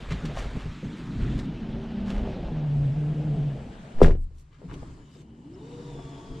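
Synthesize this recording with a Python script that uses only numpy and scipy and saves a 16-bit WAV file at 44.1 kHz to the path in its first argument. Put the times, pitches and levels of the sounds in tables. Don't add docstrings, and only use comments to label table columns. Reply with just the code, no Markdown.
import sys
import numpy as np
from scipy import signal
from scipy.fft import rfft, irfft, next_fast_len
from scipy.io import wavfile
from scipy.ndimage import uniform_filter1d

SR = 44100
rng = np.random.default_rng(int(sys.argv[2]) if len(sys.argv) > 2 else 0)


def to_wav(sig):
    pcm = np.clip(np.atleast_2d(sig), -1, 1) * 32767
    pcm = np.round(pcm).astype(np.int16)
    wavfile.write(sys.argv[1], SR, pcm.T)


def field_ratio(decibels):
    return 10 ** (np.asarray(decibels, dtype=float) / 20)


N = 282240
SEATED_S, SLAM_S = 1.46, 4.012


def unit(x):
    return x / np.sqrt(np.mean(x ** 2) + 1e-20)


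def along(points, hz):
    f, v = np.transpose(points)
    return np.interp(np.log(hz + 1), np.log(f + 1), v)


def curves(rows):
    s, *columns = np.transpose(rows)
    return [np.interp(np.arange(N) / SR, s, c) for c in columns]


def gate(rows, fade=0.067):
    t = np.arange(N) / SR
    return np.clip(np.minimum(t - rows[0][0], rows[-1][0] + fade - t) / fade, 0, 1)


def wobble(rate):
    at = np.arange(N) * rate / SR
    knots = rng.standard_normal(int(at[-1]) + 2)
    k = at.astype(int)
    ease = (at - k) ** 2 * (3 - 2 * (at - k))
    return knots[k] + ease * (knots[k + 1] - knots[k])


def filtered(x, response):
    m = next_fast_len(x.shape[-1] + 8192)
    spectrum = rfft(x, m) * response(np.fft.rfftfreq(m, 1 / SR))
    return irfft(spectrum, m)[..., :x.shape[-1]]


def coloured(count, spectrum):
    return unit(filtered(rng.standard_normal(count), lambda hz: field_ratio(along(spectrum, hz))))


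def tone(hz, drift, rate, flutter_db):
    phase = 2 * np.pi * np.cumsum(hz) / SR + drift * wobble(rate)
    return np.sqrt(2) * np.sin(phase) * field_ratio(flutter_db * wobble(rate))


def ring(modes, t, scatter_db=2):
    total = 0
    for hz, db, t60 in modes:
        level_db = db + rng.normal(0, scatter_db) - 60 * t / t60
        total = total + field_ratio(level_db) * np.sin(2 * np.pi * hz * t)
    return total


def add(track, s, sound):
    track[round(s * SR):][:len(sound)] += sound


# (time [s], body level [dB], latch level [dB], thud level [dB], seal hiss level [dB])
DOOR = [(3.985, -44, -59, -39.5, -49), (4.004, -21, -50.5, -41, -44), (4.0158, 1.5, -26, -23.5, -33),
        (4.028, -13, -42.5, -15.5, -27), (4.045, -19, -12, -23, -41), (4.059, -25, -30, -23, -35),
        (4.08, -17.5, -41, -28, -43), (4.095, -22, -50, -28, -50), (4.107, -24, -29, -31, -44),
        (4.15, -40, -50, -41, -58), (4.305, -58, -80, -55, -80)]
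# (frequency [Hz], level [dB], time to fall 60 dB [s])
PANEL = [(72, -13, .75), (112, -20, .45), (156, -10, .16), (186, -16, .18), (270, -11, .06), (345, -7, .06),
         (440, -12, .04), (520, -6, .04), (600, -12, .03), (940, -14, .03)]
LATCH = [(990, -10, 0.043), (1430, 0, 0.02), (1620, 5.5, 0.014), (1780, 2, .014), (2050, -16, 0.023),
         (2380, -9, 0.02)]
# (frequency [Hz], level [dB per Hz])
THUD = [(59, -41.5), (100, -9), (172, -4), (344, -7.5), (750, -19.5), (1100, -35), (1430, -42.5),
        (2420, -120)]
SEAL = [(350, -32), (600, -4.5), (1140, -14.5), (1680, -12), (2100, -14), (4660, -24), (8710, -32.5),
        (15400, -56.5)]
SEAL_DULLS = 0.12


def door():
    track, t = np.zeros(N + SR), np.arange(SR // 2) / SR
    flex_hz = 200 + (850 - 200) * np.exp(-t / 0.0025)
    flex = field_ratio(4 - 60 * t / 0.024) * (1 - np.exp(-t / 0.001)) * np.sin(2 * np.pi * np.cumsum(flex_hz) / SR)
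    for s, body_db, latch_db, thud_db, seal_db in DOOR:
        dull = SEAL_DULLS * (seal_db + 27)
        puff = filtered(rng.standard_normal(len(t)),
                        lambda hz: field_ratio(along(SEAL, hz) + dull * np.log2(1 + hz / 4000)))
        panel = field_ratio(-5.5) * (1 - np.exp(-t / 0.003)) * ring(PANEL, t)
        metal = field_ratio(body_db) * (flex + panel) + field_ratio(latch_db - 9.5) * ring(LATCH, t)
        thud = field_ratio(thud_db - 60 * t / 0.1) * coloured(len(t), THUD)
        hiss = field_ratio(seal_db - 60 * t / 0.11) * unit(puff)
        add(track, s, (1 - np.exp(-t / 0.0007)) * (metal + thud + hiss))
    return track[:N]


# (frequency [Hz], level [dB], time to fall 60 dB [s])
AIR = [(19.2, 4.8, .29), (22.1, -5.4, .6), (27.6, -18.7, 1.1), (31.2, -5, .35), (39.3, -4, .26),
       (61.2, -1, .175)]
AIR_LAG_S, AIR_RISE_S = 0.0084, 0.05
SETTLE_S, SETTLE_T60_S = 0.265, 0.2


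def pressure():
    t = np.arange(N) / SR - SLAM_S
    build = np.sin(np.pi / 2 * np.clip((t + 0.075) / 0.055, 0, 1)) ** 2
    squeeze = field_ratio(-20) * build * np.exp(-(np.maximum(t, 0) / 0.008) ** 2)
    after = np.clip(t - AIR_LAG_S, 0, 1)
    settle = field_ratio(-60 * np.clip(t - SETTLE_S, 0, 0.03) / SETTLE_T60_S)
    return squeeze - (1 - np.exp(-after / AIR_RISE_S)) * settle * ring(AIR, after, scatter_db=0)


# (time [s], peak level [dB], frequency [Hz])
BUMPS = [(0.088, -18, 51), (0.109, -18.5, 157), (0.234, -20.5, 156), (0.299, -21, 144), (0.459, -28, 51.1),
         (0.553, -21, 51.4), (0.656, -22.5, 154.5), (0.828, -21, 190), (0.855, -23.5, 153),
         (1.209, -13, 57), (1.238, -29, 51.1), (1.35, -15, 56.5), (2.273, -22, 70.5), (2.508, -35, 158),
         (4.641, -28.5, 176), (4.683, -25, 51.1), (4.739, -35, 278), (4.755, -32, 140), (4.798, -26.5, 88),
         (5.03, -38, 150), (5.2, -41, 140), (5.155, -42, 235), (5.891, -39, 140)]
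KNOCKS = [(.12, -15, 105), (.13, -17, 90), (.246, -20, 190), (.298, -29, 640), (0.372, -19, 700),
          (2.273, -21, 560), (2.484, -24, 600), (4.617, -36, 570), (4.83, -33, 640), (5.164, -39, 447),
          (5.446, -42, 320), (5.993, -32, 676)]
BUMP_T60_S, KNOCK_T60_S = 0.095, 0.015
# (end of swell [s], peak level [dB], time to fall 60 dB [s], tilt [dB per octave], swell [s])
RUSTLES = [(0.057, -52, 0.069, -3, 0.0027), (.125, -30, 0.053, 0, 0.034), (0.256, -34, 0.071, 3, 0.0079),
           (0.384, -35, 0.28, 4, 0.038), (.6, -42, 0.26, 1, .03), (.99, -44.5, 0.14, 2.5, .04),
           (1.38, -33, 0.049, 5.5, 0.0018), (1.392, -33, 0.048, 2.5, 0.0032), (2.1, -38.5, 0.59, 1.5, .06),
           (.109, -31, .02, 2, .002), (.09, -40, .03, 2, .002), (4.4, -60.5, 0.15, 12.5, 0.069),
           (4.55, -56, 0.5, 0, .06), (4.709, -45, 0.27, -5, 0.033), (4.741, -42, 0.046, 4, .016),
           (5.149, -62, 0.11, 6, 0.05), (5.22, -57, 0.024, 6, .2)]
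# (frequency [Hz], level [dB per Hz])
CLOTH = [(530, -50), (900, -1), (1300, 2), (3700, -5.5), (5100, -14), (7460, -18), (13000, -41),
         (15400, -53)]
STREET = [(220, -22.5), (380, 1.5), (447, 1.5), (685, -1), (865, -7.5), (960, -20.5), (1250, -49.5),
          (2110, -120)]


def handling():
    track, t = np.zeros(N + SR), np.arange(SR // 3) / SR
    for s, db, hz, t60 in [(*b, BUMP_T60_S) for b in BUMPS] + [(*k, KNOCK_T60_S) for k in KNOCKS]:
        modes = [(hz, 0, t60), (1.4 * hz, -6, 0.5 * t60), (2.6 * hz, -9, 0.36 * t60)]
        add(track, s, field_ratio(db - 1.5) * (1 - np.exp(-t * hz / 0.4)) * ring(modes, t, scatter_db=0))
    for s, db, t60, tilt_db, swell in RUSTLES:
        crisp = filtered(rng.standard_normal(len(t)),
                         lambda hz: field_ratio(along(CLOTH, hz) + tilt_db * np.log2(hz / 2000 + 0.1)))
        puff = unit(crisp) + field_ratio(-11) * coloured(len(t), STREET)
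        fibres = np.repeat(rng.standard_normal(len(t) // 100), repeats=100)
        grain_db = 4 * uniform_filter1d(fibres, size=15)
        shape = np.minimum(t / swell, 1) * field_ratio(-60 * np.maximum(t - swell, 0) / t60)
        add(track, s - swell, field_ratio(db - 10.5 + grain_db) * shape * puff)
    return track[:N]


# (time [s], main order [Hz], main order level [dB], level of its octave [dB])
PULL_OFF = [
    (.98, 135, -44, -46),
    (1.1, 142, -42, -46),
    (1.2, 136, -34, -48),
    (1.3, 128, -33, -40),
    (1.45, 128, -46, -46),
]
LOW_GEAR = [
    (1.55, 187, -50, -48),
    (1.86, 195, -52, -47),
    (1.97, 198, -34.5, -47),
    (2.1, 198, -31, -62),
    (2.21, 203, -36, -55),
    (2.28, 196, -44, -45),
]
HIGH_GEAR = [
    (2.5, 161.7, -40, -46),
    (2.55, 153.7, -30.5, -45),
    (2.75, 143.9, -24, -55.5),
    (2.87, 138.7, -24.5, -52),
    (2.98, 148.2, -26, -47),
    (3.22, 151.6, -26.5, -40.5),
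    (3.46, 146.2, -25, -48.5),
    (3.67, 126.6, -45.5, -65),
    (3.75, 123, -55, -75),
]
# (time [s], frequency [Hz], level [dB])
EXHAUST = [(1.3, 208, -61), (1.6, 218, -41), (1.9, 228.2, -36.5), (2.1, 231.5, -39), (2.27, 233.8, -38.5),
           (2.4, 253, -54), (2.5, 239, -42), (2.65, 220.7, -45.5)]
BEAT_S = [2.95, 3.145, 3.235, 3.361]
BEAT_DB, BEAT_WIDTH_S = 9, 0.013


def engine():
    gears, t = list(LOW_GEAR) + list(HIGH_GEAR), np.arange(N) / SR
    hz, main_db, octave_db = curves(gears)
    main_db = main_db - BEAT_DB * sum(np.exp(-((t - s) / BEAT_WIDTH_S) ** 2) for s in BEAT_S)
    main = field_ratio(main_db) * tone(hz, 0.59, 25.02, flutter_db=1)
    third = field_ratio(-9) * (hz < 155) * tone(3 * hz, 0.98, 40, flutter_db=4)
    upper = field_ratio(octave_db) * (tone(2 * hz, 0.39, 24, flutter_db=3) + third)
    between = field_ratio(octave_db - 5) * (hz > 160) * (t > 2.1) * tone(1.55 * hz, 0.4, 24, flutter_db=3)

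    off_hz, off_db, off_octave_db = curves(PULL_OFF)
    off = field_ratio(off_db) * tone(off_hz, 0.5, 25, flutter_db=2)
    off = off + field_ratio(off_octave_db) * tone(2 * off_hz, 0.6, 25, flutter_db=3)
    pipe_hz, pipe_db = curves(EXHAUST)
    pipe = field_ratio(pipe_db) * tone(pipe_hz, 0.19, 32, flutter_db=1)
    return gate(PULL_OFF) * off + gate(gears) * (main + upper + between) + gate(EXHAUST) * pipe


def whistle(rows, drift, rate, upper_db):
    hz, db = curves(rows)
    upper = field_ratio(-7) * tone(1.53 * hz, 1.5 * drift, rate, flutter_db=3)
    upper = upper + field_ratio(-10) * tone(2 * hz, 1.6 * drift, rate, flutter_db=-2)
    return gate(rows) * field_ratio(db) * (tone(hz, drift, rate, flutter_db=3.5) + field_ratio(upper_db) * upper)


# (time [s], brush rate [Hz], brush tone level [dB], # shaft orders level [dB], half orders under
# load level [dB])
MIRROR = [
    (5.2, 205, -58, -72, -90),
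    (5.26, 223, -54, -72, -90),
    (5.41, 232, -54, -80, -90),
    (5.48, 305, -48, -80, -90),
    (5.6, 408, -49, -63, -80),
    (5.68, 476.8, -52, -66, -78),
    (5.9, 478.5, -50.5, -60.5, -70),
    (6, 460, -58, -60.5, -60),
    (6.2, 452, -64, -61, -60),
    (6.4, 450.6, -50.5, -64.5, -63),
]
# (multiple of brush rate, level [dB])
SHAFT_ORDERS = [(.3, 13.5), (.61, 8.5), (.82, 7.5), (2, -2)]
HALF_ORDERS = [(1.5, -1), (2.5, -4)]
# (time [s], frequency [Hz], level [dB])
GEAR = [(5.55, 3500, -72), (5.7, 3775, -67.5), (5.9, 3605, -63.5), (6, 3440, -62.5), (6.2, 3380, -62),
        (6.4, 3260, -62)]
FAN = [(4.8, 3040, -78), (5.1, 3010, -73), (5.35, 2990, -77), (5.55, 2950, -73), (5.8, 2925, -71),
       (6.4, 2870, -77)]


def mirror():
    hz, tone_db, shaft_db, half_db = curves(MIRROR)

    def orders(table):
        return sum(field_ratio(db) * tone(k * hz, 0.6, 38, flutter_db=3.5) for k, db in table)

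    motor = field_ratio(tone_db) * tone(hz, 0.25, 30, flutter_db=4)
    motor = motor + field_ratio(shaft_db) * orders(SHAFT_ORDERS) + field_ratio(half_db) * orders(HALF_ORDERS)
    gears = field_ratio(-1.5) * whistle(GEAR, 1.7, 360, upper_db=-1)
    return gate(MIRROR) * motor + gears + whistle(FAN, 1.7, 330, upper_db=-15)


# (start [s], end [s], frequency [Hz], width [Hz], level [dB])
SQUEAKS = [
    (4.16, 4.255, 8500, 1100, -72),
    (4.2, 4.25, 4500, 1500, -75),
    (4.85, 5.1, 6950, 150, -76),
    (5, 5.22, 3730, 150, -72),
    (5.11, 5.17, 4900, 300, -68),
    (5.1, 5.225, 7500, 300, -71),
    (5.12, 5.225, 6400, 400, -74),
    (5.535, 5.555, 5200, 150, -63),
]


def squeaks():
    track = np.zeros((2, N + SR))
    for start, end, hz, width_hz, db in SQUEAKS:
        u = np.linspace(0, 1, round((end - start) * SR))
        hiss = filtered(rng.standard_normal((2, SR // 3)), lambda f: 1 / (1 + ((f - hz) / width_hz) ** 2))
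        swell = np.sqrt(u) * np.minimum(8 * (1 - u), 1)
        sound = field_ratio(db) * swell * unit(hiss[0] + 0.6 * hiss)[:, :len(u)]
        add(track[0], start, sound[0])
        add(track[1], start, sound[1])
    return track[:, :N]


def together(*dbs):
    return 10 * np.log10(sum(field_ratio(db) ** 2 for db in dbs))


# (time [s], heave level [dB], seat boom level [dB], trim level [dB], length [s])
MOVES = [(.13, -27.5, -33.5, -44.5, 0.073), (.26, -33.5, -32, -48, 0.092), (.39, -32, -41.5, -42.5, 0.18),
         (.46, -33, -39.5, -46, .05), (.565, -28, -28.5, -48, 0.046), (.67, -27, -39.5, -67, 0.065),
         (.85, -37, -32, -47, 0.033), (1.22, -24, -37, -47.5, .1), (1.3, -32, -32, -47.5, 0.34),
         (1.73, -35, -39, -64, 0.15), (2.08, -34, -50, -54, 0.16), (2.19, -25.5, -48, -46, .12),
         (2.52, -33.5, -48, -55.5, 0.079), (2.8, -30, -54, -57, .12), (3.56, -38, -51, -45, 0.091)]
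REACHES = [(4.635, -57, -49, -48, .04), (4.71, -36.5, -54, -56, 0.073), (4.745, -50, -38, -43.5, 0.067),
           (4.83, -42, -40, -41.5, 0.021), (4.9, -41, -49, -60, 0.092), (5, -45.5, -49, -57, 0.063),
           (5.2, -67, -52, -60, 0.087), (5.73, -57, -44, -54, .15), (5.98, -48, -54, -47.5, 0.34),
           (6.32, -40, -38.5, -61, .08)]
MOVE_EDGE_DB, RISE_SHARE = 16.5, 0.72


def moves():
    t, power = np.arange(N) / SR, np.full((3, N), 1e-12)
    for s, *dbs, length in list(MOVES) + list(REACHES):
        away = np.maximum(t - s, (s - t) / RISE_SHARE) / length
        power += field_ratio(np.array(dbs)[:, None]) ** 2 * field_ratio(-2 * MOVE_EDGE_DB * away)
    return 10 * np.log10(power)


# (time [s], exhaust drone level [dB], tyre roar level [dB])
CAR = [(0, -46.5, -47), (.6, -50, -46.5), (.78, -43, -58), (.95, -37, -52), (1.5, -34, -49),
       (1.9, -39, -44.5), (2.32, -37, -37), (2.7, -39.5, -45.5), (3.4, -39.5, -43), (3.9, -46, -50.5)]
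# (from [s], strongest [s], to [s])
ARM_S = (4.6, 4.815, 5.22)
ARM_DB = [-51, -47.5, -58, -59.5]
ARM_RISE = [40, 15, 15, 52]
ARM_SAG = [52, 22, 15, 39]
QUIET_DB = [-66.5, -69.5, -80.5, -74]
MOTOR_DB = [-56, -46.5, -51.5, -59.5]
SPIN_UP_DB = [10, 5.7, 9, 21.3]
MOTOR_S, SPIN_UP_S = 5.206, 0.55


def levels():
    t = np.arange(N) / SR
    arm_db, rise, sag, quiet_db, motor_db, spin_up_db = [
        np.array(v)[:, None] for v in (ARM_DB, ARM_RISE, ARM_SAG, QUIET_DB, MOTOR_DB, SPIN_UP_DB)]
    heave_db, seat_db, trim_db = moves()
    drone_db, tyre_db = curves(CAR)
    jacket_db = trim_db - 4 - 60 * (t > SEATED_S)
    hiss_db = together(-49.5 - 2.5 * t, tyre_db - 16)
    outside = np.array([tyre_db + 2.5, drone_db, tyre_db, hiss_db])

    edge = np.clip(np.minimum(t - ARM_S[0], ARM_S[2] - t) / 0.037, -1, 0)
    arm = arm_db - np.maximum(sag * (t - ARM_S[1]), rise * (ARM_S[1] - t)) + 30 * edge
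    spin = (t - MOTOR_S) / SPIN_UP_S
    motor = motor_db - spin_up_db * (1 - np.clip(spin, 0, 1)) - 30 * np.clip(-10 * spin, 0, 1)
    inside = together(quiet_db, arm, motor)
    body = np.array([heave_db, seat_db, trim_db, jacket_db])
    return together(np.where(t < SLAM_S, outside, inside), body)


def patchy(patchy_db, grain_db):
    z = signal.stft(rng.standard_normal((2, N)) * field_ratio(grain_db * wobble(300)), nperseg=512)[2]
    field = uniform_filter1d(rng.standard_normal(z.shape[1:]), size=10, axis=0)
    field = uniform_filter1d(field, size=6, axis=1)
    return signal.istft(z * field_ratio(patchy_db * unit(field)), nperseg=512)[1][:, :N]


# (frequency [Hz], side minus mid level [dB])
WIDE = [(60, -18.5), (130, -33), (290, -23.5), (640, -11), (1400, -1), (3090, -11.5), (6800, -1),
        (15000, 2)]


def rush(spectrum, pair):
    mid, side = filtered(pair, lambda hz: field_ratio(along(spectrum, hz) + [0 * hz, along(WIDE, hz) - 1]))
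    return np.array([mid + side, mid - side]) / np.std(mid)


RUMBLE = [(7.1, -32.5), (12, -2), (50, 2.5), (97, -10), (108, -5.5), (115, 0), (150, -31), (250, -120)]
BOOM = [(59, -38.5), (100, -5), (135, 1.5), (238, 1), (370, -12), (450, -17.5), (580, -50), (990, -120)]
SHUT_BOOM = [(59, -36.5), (100, -12), (140, 2.5), (215, -8), (281, -2.5), (420, -18.5), (580, -61),
             (990, -120)]
CABIN = [(220, -25), (380, -1), (487, -8), (584, -10.5), (960, -17.5), (1250, -52), (2110, -120)]
TRAFFIC = [(530, -29.5), (900, -5.5), (1520, -5.5), (2190, -8.5), (2990, -7.5), (7460, -30), (11700, -46),
           (15400, -64.5)]
HUSH = [(530, -35), (900, -3.5), (1050, 0.5), (1360, -4), (4860, -11.5), (5740, -16), (7640, -14.5),
        (12900, -42), (15400, -52)]
SWISH = [(3000, -10), (8000, -3), (11000, -20.5), (15400, -44)]
FLOOR = [(35, -31), (60, -5), (91, -11.5), (147, -6.5), (188, -22), (410, -33), (2400, -54), (5280, -120)]
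SWING_S = 2.56


def surroundings():
    t, seat, cut = np.arange(N) / SR, round(SEATED_S * SR), round(SLAM_S * SR)
    rumble_db, boom_db, street_db, hiss_db = levels()

    def both(before, after, pair):
        return np.hstack([rush(before, pair[:, :cut]), rush(after, pair[:, cut:])])

    rumble_db[:cut] -= 16 * np.clip((t[:cut] - 3.82) / 0.049, 0, 1)
    hiss_db = np.maximum(hiss_db, -74)
    pair = patchy(patchy_db=1.43, grain_db=0.4)
    low = rng.standard_normal((2, 2, N))
    body = field_ratio(rumble_db) * rush(RUMBLE, low[0]) + field_ratio(boom_db) * both(BOOM, SHUT_BOOM, low[1])
    street = field_ratio(street_db - 3.5) * both(STREET, CABIN, pair)
    hiss = np.hstack([rush(CLOTH, pair[:, :seat]), rush(TRAFFIC, pair[:, seat:cut]), rush(HUSH, pair[:, cut:])])
    swing = gate([(SWING_S,), (SLAM_S,)], fade=0.22) * (np.arange(N) < cut)
    swish = field_ratio(-72) * swing * rush(SWISH, pair[:, ::-1])
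    floor = field_ratio(-55.5) * rush(FLOOR, low[1, :, ::-1])
    return body + street + swish + field_ratio(hiss_db) * hiss + floor


# (frequency [Hz], time to fall 60 dB [s])
ROOM = [(100, .4), (500, .14), (2000, .13), (10000, .12)]


def cabin(x):
    hz, t, z = signal.stft(rng.standard_normal((2, SR // 2)), SR, nperseg=256)
    side_db = along(WIDE, hz)[:, None] + 4
    z = z * field_ratio(-60 * t / along(ROOM, hz)[:, None] + [0 * hz[:, None], side_db])
    mid, side = signal.istft(z, SR, nperseg=256)[1]
    echo = np.array([mid + side, mid - side]) / np.linalg.norm(mid)
    return signal.fftconvolve(x[None], echo, axes=1)[:, :N]


def scene():
    slam, small = door(), handling()
    near = engine() + mirror() + pressure() + slam + small
    return surroundings() + squeaks() + near + cabin(field_ratio(-9.5) * slam + field_ratio(-5.5) * small)


def low_pass(x):
    return signal.sosfilt(signal.butter(12, 15550, fs=SR, output="sos"), x)


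# (frequency [Hz], left minus right level [dB])
LEAN = [(60, 0.5), (130, 0), (290, 0.5), (640, 2.5), (1400, 3.5), (3090, 1), (6800, -1.5), (15000, -0.5)]
# (time [s], side gain [dB])
STEREO = [(2.2, -45.5), (2.35, -21), (2.5, -17), (2.7, -2.5), (3.4, -4), (3.8, 4)]


def record(dry):
    left, right = filtered(dry, lambda hz: field_ratio(along(LEAN, hz) / 2 * np.array([[1], [-1]])))
    mid, side = (left + right) / 2, (left - right) / 2 * field_ratio(curves(STEREO)[0])
    ports = np.array([mid + side, mid - side]) * np.minimum(np.arange(N) / 200, 1)
    ports = ports / (1 + np.abs(ports / 0.96) ** 6) ** (1 / 6)
    return low_pass(ports)


dry = scene()
out = record(dry)
to_wav(out)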